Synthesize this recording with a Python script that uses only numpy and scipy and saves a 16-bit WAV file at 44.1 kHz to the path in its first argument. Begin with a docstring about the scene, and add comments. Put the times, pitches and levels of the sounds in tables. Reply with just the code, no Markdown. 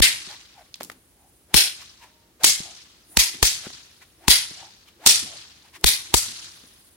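"""A whip crack opens the scene and eight more follow, on a lawn in front of a sheet-metal shed.
Each is an N-shaped shock inside a noise burst; filtered, decaying noise gives the echoes of shed and trees.
The lash whistles in gliding bands of noise, and short noise blows are its patter and the rope's thuds.
Behind lie quiet air, rustling sleeves, a fizz near 10 kHz as of insects in the grass, and one faint far tone.
The hardest shocks choke the microphone: the level dips briefly and a low thump is added."""
import sys
import numpy as np
from scipy import signal
from scipy.fft import rfft, irfft
from scipy.io import wavfile
from scipy.ndimage import uniform_filter1d

SR = 44100
rng = np.random.default_rng(int(sys.argv[2]) if len(sys.argv) > 2 else 0)


def master_out(mix):
    """Clip the mix to full scale and print it as 16-bit PCM to the path in sys.argv[1]."""
    frames = np.transpose(np.atleast_2d(mix))
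    ceiling = np.clip(frames, -1, 1)
    pcm = np.round(ceiling * 32767).astype(np.int16)
    wavfile.write(sys.argv[1], SR, pcm)


N = 306926

# the throws: t/s, left shock/dB, right shock/dB, burst length/s, early snap/dB, yard echo setting/dB,
#   far echo setting/dB, null of the shock's spectrum f/Hz, echo tilt at 12 kHz/dB, wind-up setting/dB,
#   wind-up length/s
CRACKS = [(0.0, 57, 57.5, 0.0011, -62, -11.5, -28, 6300, -3.5, -59, .05),
          (1.5426, 19, 46.5, 0.006954, -53, -10.5, -33, 7365, -0.5, -59, 0.06),
          (2.443, -9.5, 13.5, 0.005864, -14.5, -14, -30.5, 13000, 2, -42, 0.042),
          (3.171, 26, 23, 0.00266, -53, -14.5, -33, 8121, 0.5, -61.5, 0.07215),
          (3.4277, -13, 29, 0.004, -52.5, -17, -29.5, 10400, 1, -64, 0.062),
          (4.2812, 18.5, 43, 0.004803, -43, -11, -29.5, 6998, -1.5, -55.5, 0.1),
          (5.07, -10.5, 3, .0045, -3, -11.5, -28, 13300, 1, -48.5, .075),
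          (5.8427, 26, 42, .0018, -60, -13, -31, 7865, 2.5, -60.5, 0.03977),
          (6.1409, -17, 29, 0.0048, -53, -19.5, -27, 12000, 6, -53, 0.034)]
# left-right likeness of sound straight from the whip: f/Hz, likeness/1
NEAR_SAME = [(300, 1), (2000, 0), (10000, 0)]
# left-right likeness of diffuse sound such as the echoes: f/Hz, likeness/1
ECHO_SAME = [(200, 0.96), (700, .4), (2000, 0), (8000, 0)]


def amp(db):
    """Level definition: the amplitude ratio of a level in dB."""
    return 10 ** (np.asarray(db) / 20)


def evened(x):
    """Normalization: scales a signal to rms 1."""
    return x / np.sqrt(np.mean(x ** 2) + 1e-20)


def read(points, hz):
    """Interpolation: joins a table's points by straight lines in log frequency."""
    f, value = np.transpose(points)
    return np.interp(np.log(hz + 1), np.log(f + 1), value)


def add(mix, s, sound):
    """Superposition: adds a stereo sound at time s; what falls outside the mix is dropped."""
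    start = round(s * SR)
    sound = sound[:, max(-start, 0):]
    part = mix[:, max(start, 0):][:, :sound.shape[1]]
    part += sound[:, :part.shape[1]]


def noise(size, shape_db, same):
    """Partial coherence: stereo noise of rms 1, spectrum shape_db(hz), left-right likeness table same."""
    hz = np.fft.rfftfreq(size, 1 / SR)
    left, other = rfft(rng.standard_normal((2, size)))
    likeness = np.clip(read(same, hz), -1, 1)
    right = likeness * left + np.sqrt(1 - likeness ** 2) * other
    return evened(irfft(np.array([left, right]) * amp(shape_db(hz)), size))


def hump(centre_hz, octaves):
    """Band-pass response in dB: a rounded band with gentle skirts in log frequency."""
    def shape_db(hz):
        distance = np.log2((hz + 1) / centre_hz) / octaves
        return -40 * np.log10(1 + distance ** 2 / 2)
    return shape_db


def flutter(size, seconds):
    """Low-pass random modulation: chance of rms 1 that changes over about the given time."""
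    hz = np.fft.rfftfreq(size, 1 / SR)
    lowpass = np.exp(-(hz * seconds) ** 2) * (hz > 0)
    return evened(irfft(rfft(rng.standard_normal(size)) * lowpass, size))


def swells(t, bouts, rest_db):
    """Amplitude summation: level in dB of bell-shaped swells (s, length s, dB) over a resting level."""
    bells = sum(amp(db) * np.exp(-((t - s) / length) ** 2) for s, length, db in bouts)
    return 20 * np.log10(amp(rest_db) + bells)


def background(rustle_db=-3):
    """Broadband ambience: quiet air, the rustle of sleeves and rope, and a high fizz from the grass."""
    # still outdoor air: f/Hz, density/dB; its left-right likeness: f/Hz, likeness/1
    air_shape = [(20, -35), (35, -12), (55, 0.14), (90, -2), (150, -8), (300, -8), (600, -14), (1500, -20),
                 (4000, -21), (16000, -24)]
    air_same = [(60, 0.83), (240, 0.9756), (950, 0.1783), (4000, 0)]
    # sleeves and rope swish twice with every throw: t after the crack/s, length/s, relative level/dB
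    throw = [(-.01, .09, -59.5), (0.273, .13, -67)]
    # spectrum of the fizz: f/Hz, density/dB; its bouts: t at its height/s, length/s, level/dB
    fizz_shape = [(2000, -43), (6000, -16.5), (8300, -9), (9800, 1.5), (12000, -11), (16000, -10.5)]
    fizz_bouts = [(1.15, 0.71, -65), (3.125, 0.042, -50), (3.8, 0.74, -64.5), (6.5, 0.73, -57)]

    t = np.arange(N) / SR
    arms = [(row[0] + after, length, db) for row in CRACKS for after, length, db in throw]
    air = amp(-60) * noise(N, lambda hz: read(air_shape, hz), air_same)
    rustle_level = swells(t, arms, rest_db=-76) + rustle_db + 1.9 * flutter(N, 0.042)
    rustle = amp(rustle_level) * noise(N, hump(340, 0.24), NEAR_SAME)
    fizz_level = swells(t, fizz_bouts, rest_db=-78.5) + 1.8 * flutter(N, .02)
    fizz = amp(fizz_level) * noise(N, lambda hz: read(fizz_shape, hz), ECHO_SAME)
    return air + rustle + fizz


def far_tone():
    """Line spectrum: a faint tone of two sines with wandering phase sounds once, far off."""
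    # lines of the tone: f/Hz, level/dB
    tone_lines = [(620, -70), (930, -68)]
    middle_s, length_s = 2.17, 0.2854
    t = np.arange(N) / SR
    lines = sum(amp(db) * np.sin(2 * np.pi * hz * t + 0.553 * flutter(N, 0.01532)) for hz, db in tone_lines)
    flat_topped_bell = np.exp(-(2 * (t - middle_s) / length_s) ** 4)
    return lines * flat_topped_bell


def tap(s, level_db, centre_hz, octaves, decay, scatter_db=-27, scatter_s=0.046):
    """Heavily damped impact: a dead blow without ring, and its faint scatter from the yard."""
    t = np.arange(SR // 5) / SR
    blow = (1 - np.exp(-8 * t / decay)) * np.exp(-t / decay)
    envelope = blow + amp(scatter_db) * np.exp(-t / scatter_s)
    return s, amp(level_db + 5) * envelope * noise(len(t), hump(centre_hz, octaves), NEAR_SAME)


def swish(s, length, level_db, pitch_hz, glide, thin_db, width_hz=210, thin_ratio=2.3, hiss_db=-2, flutter_db=2):
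    """Vortex shedding: the thong's breathy tone follows its speed; the thin end sings higher and hisses."""
    t = np.arange(-length, length, 1 / SR)
    phase = 2j * np.pi * np.cumsum(pitch_hz * 2 ** (glide * t)) / SR  # glide in octaves per s

    def tone(ratio):
        """Heterodyning: low-passed complex noise is shifted up to the gliding pitch."""
        smooth = signal.butter(2, ratio ** 2 * width_hz / 2, fs=SR, output="sos")
        complex_noise = rng.standard_normal((len(t), 2)) @ [1, 1j]
        return evened((signal.sosfilt(smooth, complex_noise) * np.exp(ratio * phase)).real)

    hiss = noise(len(t), hump(2.4 * pitch_hz, 1.8), NEAR_SAME)
    envelope = amp(level_db + flutter_db * flutter(len(t), 0.031)) * np.exp(-(2 * t / length) ** 2)
    thin_end = .5 * tone(thin_ratio) + amp(hiss_db) * hiss
    return s - length, envelope * (tone(1) + amp(thin_db) * thin_end)


def sweep(s, length, level_db, pitch_hz, glide):
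    """Speed-dependent radiation: the shorter a swing of the lash, the more of the thin end and its hiss."""
    flick_s, flick_thin_db, db_per_doubling = 0.044, 12.5, -14.5  # slow sweeps are duller
    return swish(s, length, level_db, pitch_hz, glide, flick_thin_db + db_per_doubling * np.log2(length / flick_s))


def bounce(ripple_db=1.0):
    """Multipath interference: many short paths off the ground ripple the spectrum (dB at Hz)."""
    grid = np.arange(0, SR / 2, 40)
    smooth = uniform_filter1d(rng.standard_normal(len(grid)), size=4)
    ripple = evened(uniform_filter1d(smooth, size=3))
    return lambda hz: ripple_db * np.interp(hz, grid, ripple)


def dying(x, t60, patchy_db):
    """Reverberant decay: each band dies at its own speed; scattered paths make it patchy."""
    hz, t, z = signal.stft(x, SR, nperseg=256)
    across_bands = uniform_filter1d(rng.standard_normal(z.shape[1:]), size=7, axis=0)
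    patches = evened(uniform_filter1d(across_bands, size=4, axis=1))
    z = z * amp(patchy_db * patches - 60 * t / read(t60, hz)[:, None])
    return signal.istft(z, SR, nperseg=256)[1][:, :x.shape[1]]


def echoes(yard_db, far_db, body_db, top_db, null_hz, null_db, shed_s=.031, shed_width=0.0097, shed_db=3,
           hold=0.044575, slap_s=0.026, slap_db=4, trees_s=0.32, trees_db=3):
    """Diffuse reflection: lawn and ribbed shed wall scatter the crack at once, trees later and longer."""
    # spectra of the near and far echoes: f/Hz, density/dB
    yard_shape = [(25, -47.5), (100, -20.5), (250, -16.5), (600, -20), (1400, -17.5), (2100, -5),
                  (2800, -6.5), (3600, 0), (5000, 1.5), (7000, -0.5), (10000, -1.5), (12000, -6.5),
                  (16000, -10)]
    far_shape = [(25, -39), (100, -5.5), (400, -26.5), (1300, -14), (2300, -10), (4000, -1), (6000, -1.5),
                 (8000, -6.5), (11000, -2.5), (16000, -16)]
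    # their ring times: f/Hz, t60/s
    yard_t60 = [(200, 0.17), (1000, 0.394), (2500, 0.36158), (5000, 0.3265), (10000, 0.31157),
                (16000, 0.21)]
    far_t60 = [(200, 1.4), (1000, 1.9822), (4000, 1.3002), (8000, 1.0107), (16000, 0.15)]

    t = np.arange(SR * 5 // 4) / SR
    tilt = [(700, 0.0035), (2000, body_db), (4500, 0.0071), (12000, top_db)]
    ripple = bounce(ripple_db=2.08)

    def colour(hz):
        """Destructive interference: the two edges of the N wave cancel at one frequency."""
        return read(tilt, hz) - null_db * np.exp(-((hz / null_hz - 1) / 0.2) ** 2)

    yard = noise(len(t), lambda hz: read(yard_shape, hz) + colour(hz) + ripple(hz), ECHO_SAME)
    yard = dying(yard, yard_t60, patchy_db=1.5)
    far = noise(len(t), lambda hz: read(far_shape, hz) + 0.15 * colour(hz), ECHO_SAME)
    far = dying(far, far_t60, patchy_db=2.0)
    # the wall answers with a short slap, its ribs with a swell
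    slap = slap_db * np.exp(-((t - slap_s) / .001) ** 2)
    ribs = shed_db * np.exp(-((t - shed_s) / shed_width) ** 2)
    # paths keep arriving, so the level holds before it falls
    arriving = 9.0222 * np.minimum(t / hold, 1) - 0.5
    yard *= amp(yard_db + arriving + (slap + ribs))
    trees = trees_db * np.exp(-((t - trees_s) / 0.068) ** 2)
    far *= amp(far_db + trees) * (1 - np.exp(-t / 0.017))
    # single strong reflections stand out of the wash
    return (yard + far) * amp(1.5 * flutter(len(t), .001) + .8 * flutter(len(t), .012))


def burst(level_db, length, bass_db, lead=0.011, lead_db=-15, rise=0.0027, fall=0.0033):
    """Aerodynamic noise and scattering: the speeding tip tears the air; the ground scatters the shock."""
    # spectrum of the snap: f/Hz, density/dB
    snap_shape = [(20, -39.5), (80, 0), (160, -5), (260, -9.5), (400, -1), (550, -16.5), (900, -1),
                  (1400, -11.5), (3700, 1.5), (8000, 1), (12000, -6.5), (16000, -11)]
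    t = np.arange(SR // 16) / SR - lead
    before = amp(lead_db) * np.exp(np.minimum(t, 0) / rise)
    after = np.exp(-np.maximum(t - length, 0) / fall)
    envelope = np.where(t < 0, before, after)
    shelf, ripple = [(900, bass_db), (2600, 0.014)], bounce()
    tear = noise(len(t), lambda hz: read(snap_shape, hz) + read(shelf, hz) + ripple(hz), NEAR_SAME)
    return lead, amp(level_db) * envelope * tear


def shock(left_db, right_db, size=12):
    """Sonic boom: the supersonic tip sends out an N-shaped wave about a quarter of a millisecond long."""
    return amp([[left_db], [right_db]]) * np.linspace(1, -1, size)


def crack(s, left_db, right_db, length, early_db, yard_db, far_db, null_hz, top_db, wind_up_db, wind_up_s):
    """Acceleration to supersonic speed: rising swish, early snap, burst, shock, echoes as (s, sound) parts."""
    hardness_db = right_db  # the right capsule mostly takes the shock more squarely
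    bass_db = min(-11.5 + 0.63 * hardness_db, 9.5)  # a harder shock has more bass, up to a limit
    # a shorter wave has a higher null and less body at 2 kHz: -3 dB per octave
    body_db = 3 - 3 * np.log2(null_hz / 6512)
    # the harder the shock, the less of the crack is left in the burst
    lead, tear = burst(-2 - 0.0835 * hardness_db, length, bass_db)
    # the tip may snap once, 8 ms before the main crack
    early_s = .008
    _, early = burst(early_db, length=.0025, bass_db=-2)
    answer = echoes(yard_db, far_db, body_db, top_db, null_hz, null_db=5)
    # the wind-up peaks 0.31 of its length early, at 850 Hz, rising 1.15 octaves over that length
    wind_up = swish(s - 0.31 * wind_up_s, wind_up_s, wind_up_db, pitch_hz=850, glide=1.15 / wind_up_s, thin_db=1)
    return [wind_up, (s - lead - early_s, early), (s - lead, tear), (s, shock(left_db, right_db)), (s, answer)]


def scene():
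    """Superposition: cracks, swings, ticks and thuds a little to the left, over air and one far tone."""
    # the lash swung round between cracks: t at its loudest/s, length/s, level setting/dB, pitch there f/Hz,
    #   glide/(octaves per s)
    swings = [(0.325, 0.059, -50, 848.8, 8.5), (0.601, 0.084, -54, 762.8, -5),
              (1.234, .12, -64.5, 796.1, -1), (1.826, 0.04427, -57.5, 1095, 8),
              (2.04, .07, -52.5, 932.5, -2), (2.679, 0.12, -54, 752, 0), (3.656, 0.043, -53.5, 723.5, 14),
              (4.027, 0.035, -67.5, 880, 0.5), (4.63, .12, -52, 800, 2), (4.887, 0.04, -68, 1204, 2),
              (5.318, .12, -53, 664, -1), (5.668, 0.053, -63, 903, 4.5), (5.758, 0.043, -58.5, 1001, -0.5)]
    # the lash pattering on the ground: t/s, level setting/dB, centre f/Hz, width/octaves, decay/s
    ticks = [(.7419, -27.5, 4083, 0.5253, 0.001331), (.756, -42.5, 4000, 2.638, .002),
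             (0.8023, -42.5, 1500, 2.703, 0.01578), (0.8088, -28, 438.9, 1.692, 0.0015),
             (0.8192, -39, 880, 2.092, .0021), (.8321, -25, 7960, 1.636, 0.000644),
             (.839, -27.5, 5900, 1.4, 0.0003), (.847, -38.5, 7000, 1.466, 0.002682),
             (0.8991, -30, 1260, 1.653, 0.0016), (0.9154, -43.5, 800, 4.4, 0.0054),
             (3.702, -42.5, 800, 2.2, 0.0034), (5.811, -46, 7000, 1.5, .002)]
    # the coiled rope flapping against arm and leg: t/s, level setting/dB, decay/s
    thuds = [(0.271, -48, 0.00835), (.79, -55, 0.1176), (2.603, -37.5, 0.0034), (3.341, -48.5, 0.016),
             (3.667, -33.5, 0.003861), (4.51, -45.5, 0.00759), (5.222, -46, 0.0265), (6.28, -56, .04),
             (6.636, -52, .011)]

    whip = np.zeros((2, N))
    for row in CRACKS:
        for part in crack(*row):
            add(whip, *part)
    for row in swings:
        add(whip, *sweep(*row))
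    for row in ticks:
        add(whip, *tap(*row))
    for s, level_db, decay in thuds:
        add(whip, *tap(s, level_db, centre_hz=216, octaves=0.84, decay=decay))
    return whip * amp([[.7], [-.7]]) + background() + far_tone()


def overload(x, choke_s=0.02267, choke=.15, full=70, leak_s=.014, swing_db=-3, cut_hz=49, left_lag=.0045,
             left_db=-2.0):
    """Bias shift: pressure past the limit deafens each capsule briefly, and it swings back with a thump."""
    over_db = np.maximum(20 * np.log10(abs(x) + 1e-9) - 12, 0)  # excess above a limit of 12 dB
    progress = np.minimum(np.arange(SR // 16) / SR / choke_s, 1)
    deaf = np.sin(np.pi * progress ** 0.81073) ** 2
    deaf_db = choke * signal.oaconvolve(over_db, deaf[None], axes=1)[:, :N]
    leaky_sum = signal.lfilter([1], [1, -np.exp(-1 / (leak_s * SR))], over_db)
    bias = np.tanh(leaky_sum / full)
    # the steep low-cut turns the step in bias into a few slow swings
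    thump = signal.sosfilt(signal.butter(6, cut_hz, "high", fs=SR, output="sos"), bias)
    t = np.arange(N) / SR
    thump[0] = amp(left_db) * np.interp(t - left_lag, t, thump[0], left=0)  # the left capsule gives way later
    return x * amp(-deaf_db) + amp(swing_db) * thump


def record(dry):
    """Saturation and band limit: overloaded capsules, soft clipping, a 3 ms fade-in, then a low-pass."""
    fade_in = np.minimum(np.arange(N) / SR / .003, 1)
    clipped = .85 * np.tanh(overload(dry) / .85) * fade_in
    lowpass = signal.firwin(511, 16000, window=("kaiser", 9), fs=SR)
    return signal.oaconvolve(clipped, lowpass[None], "same")


dry = scene()
out = record(dry)
master_out(out)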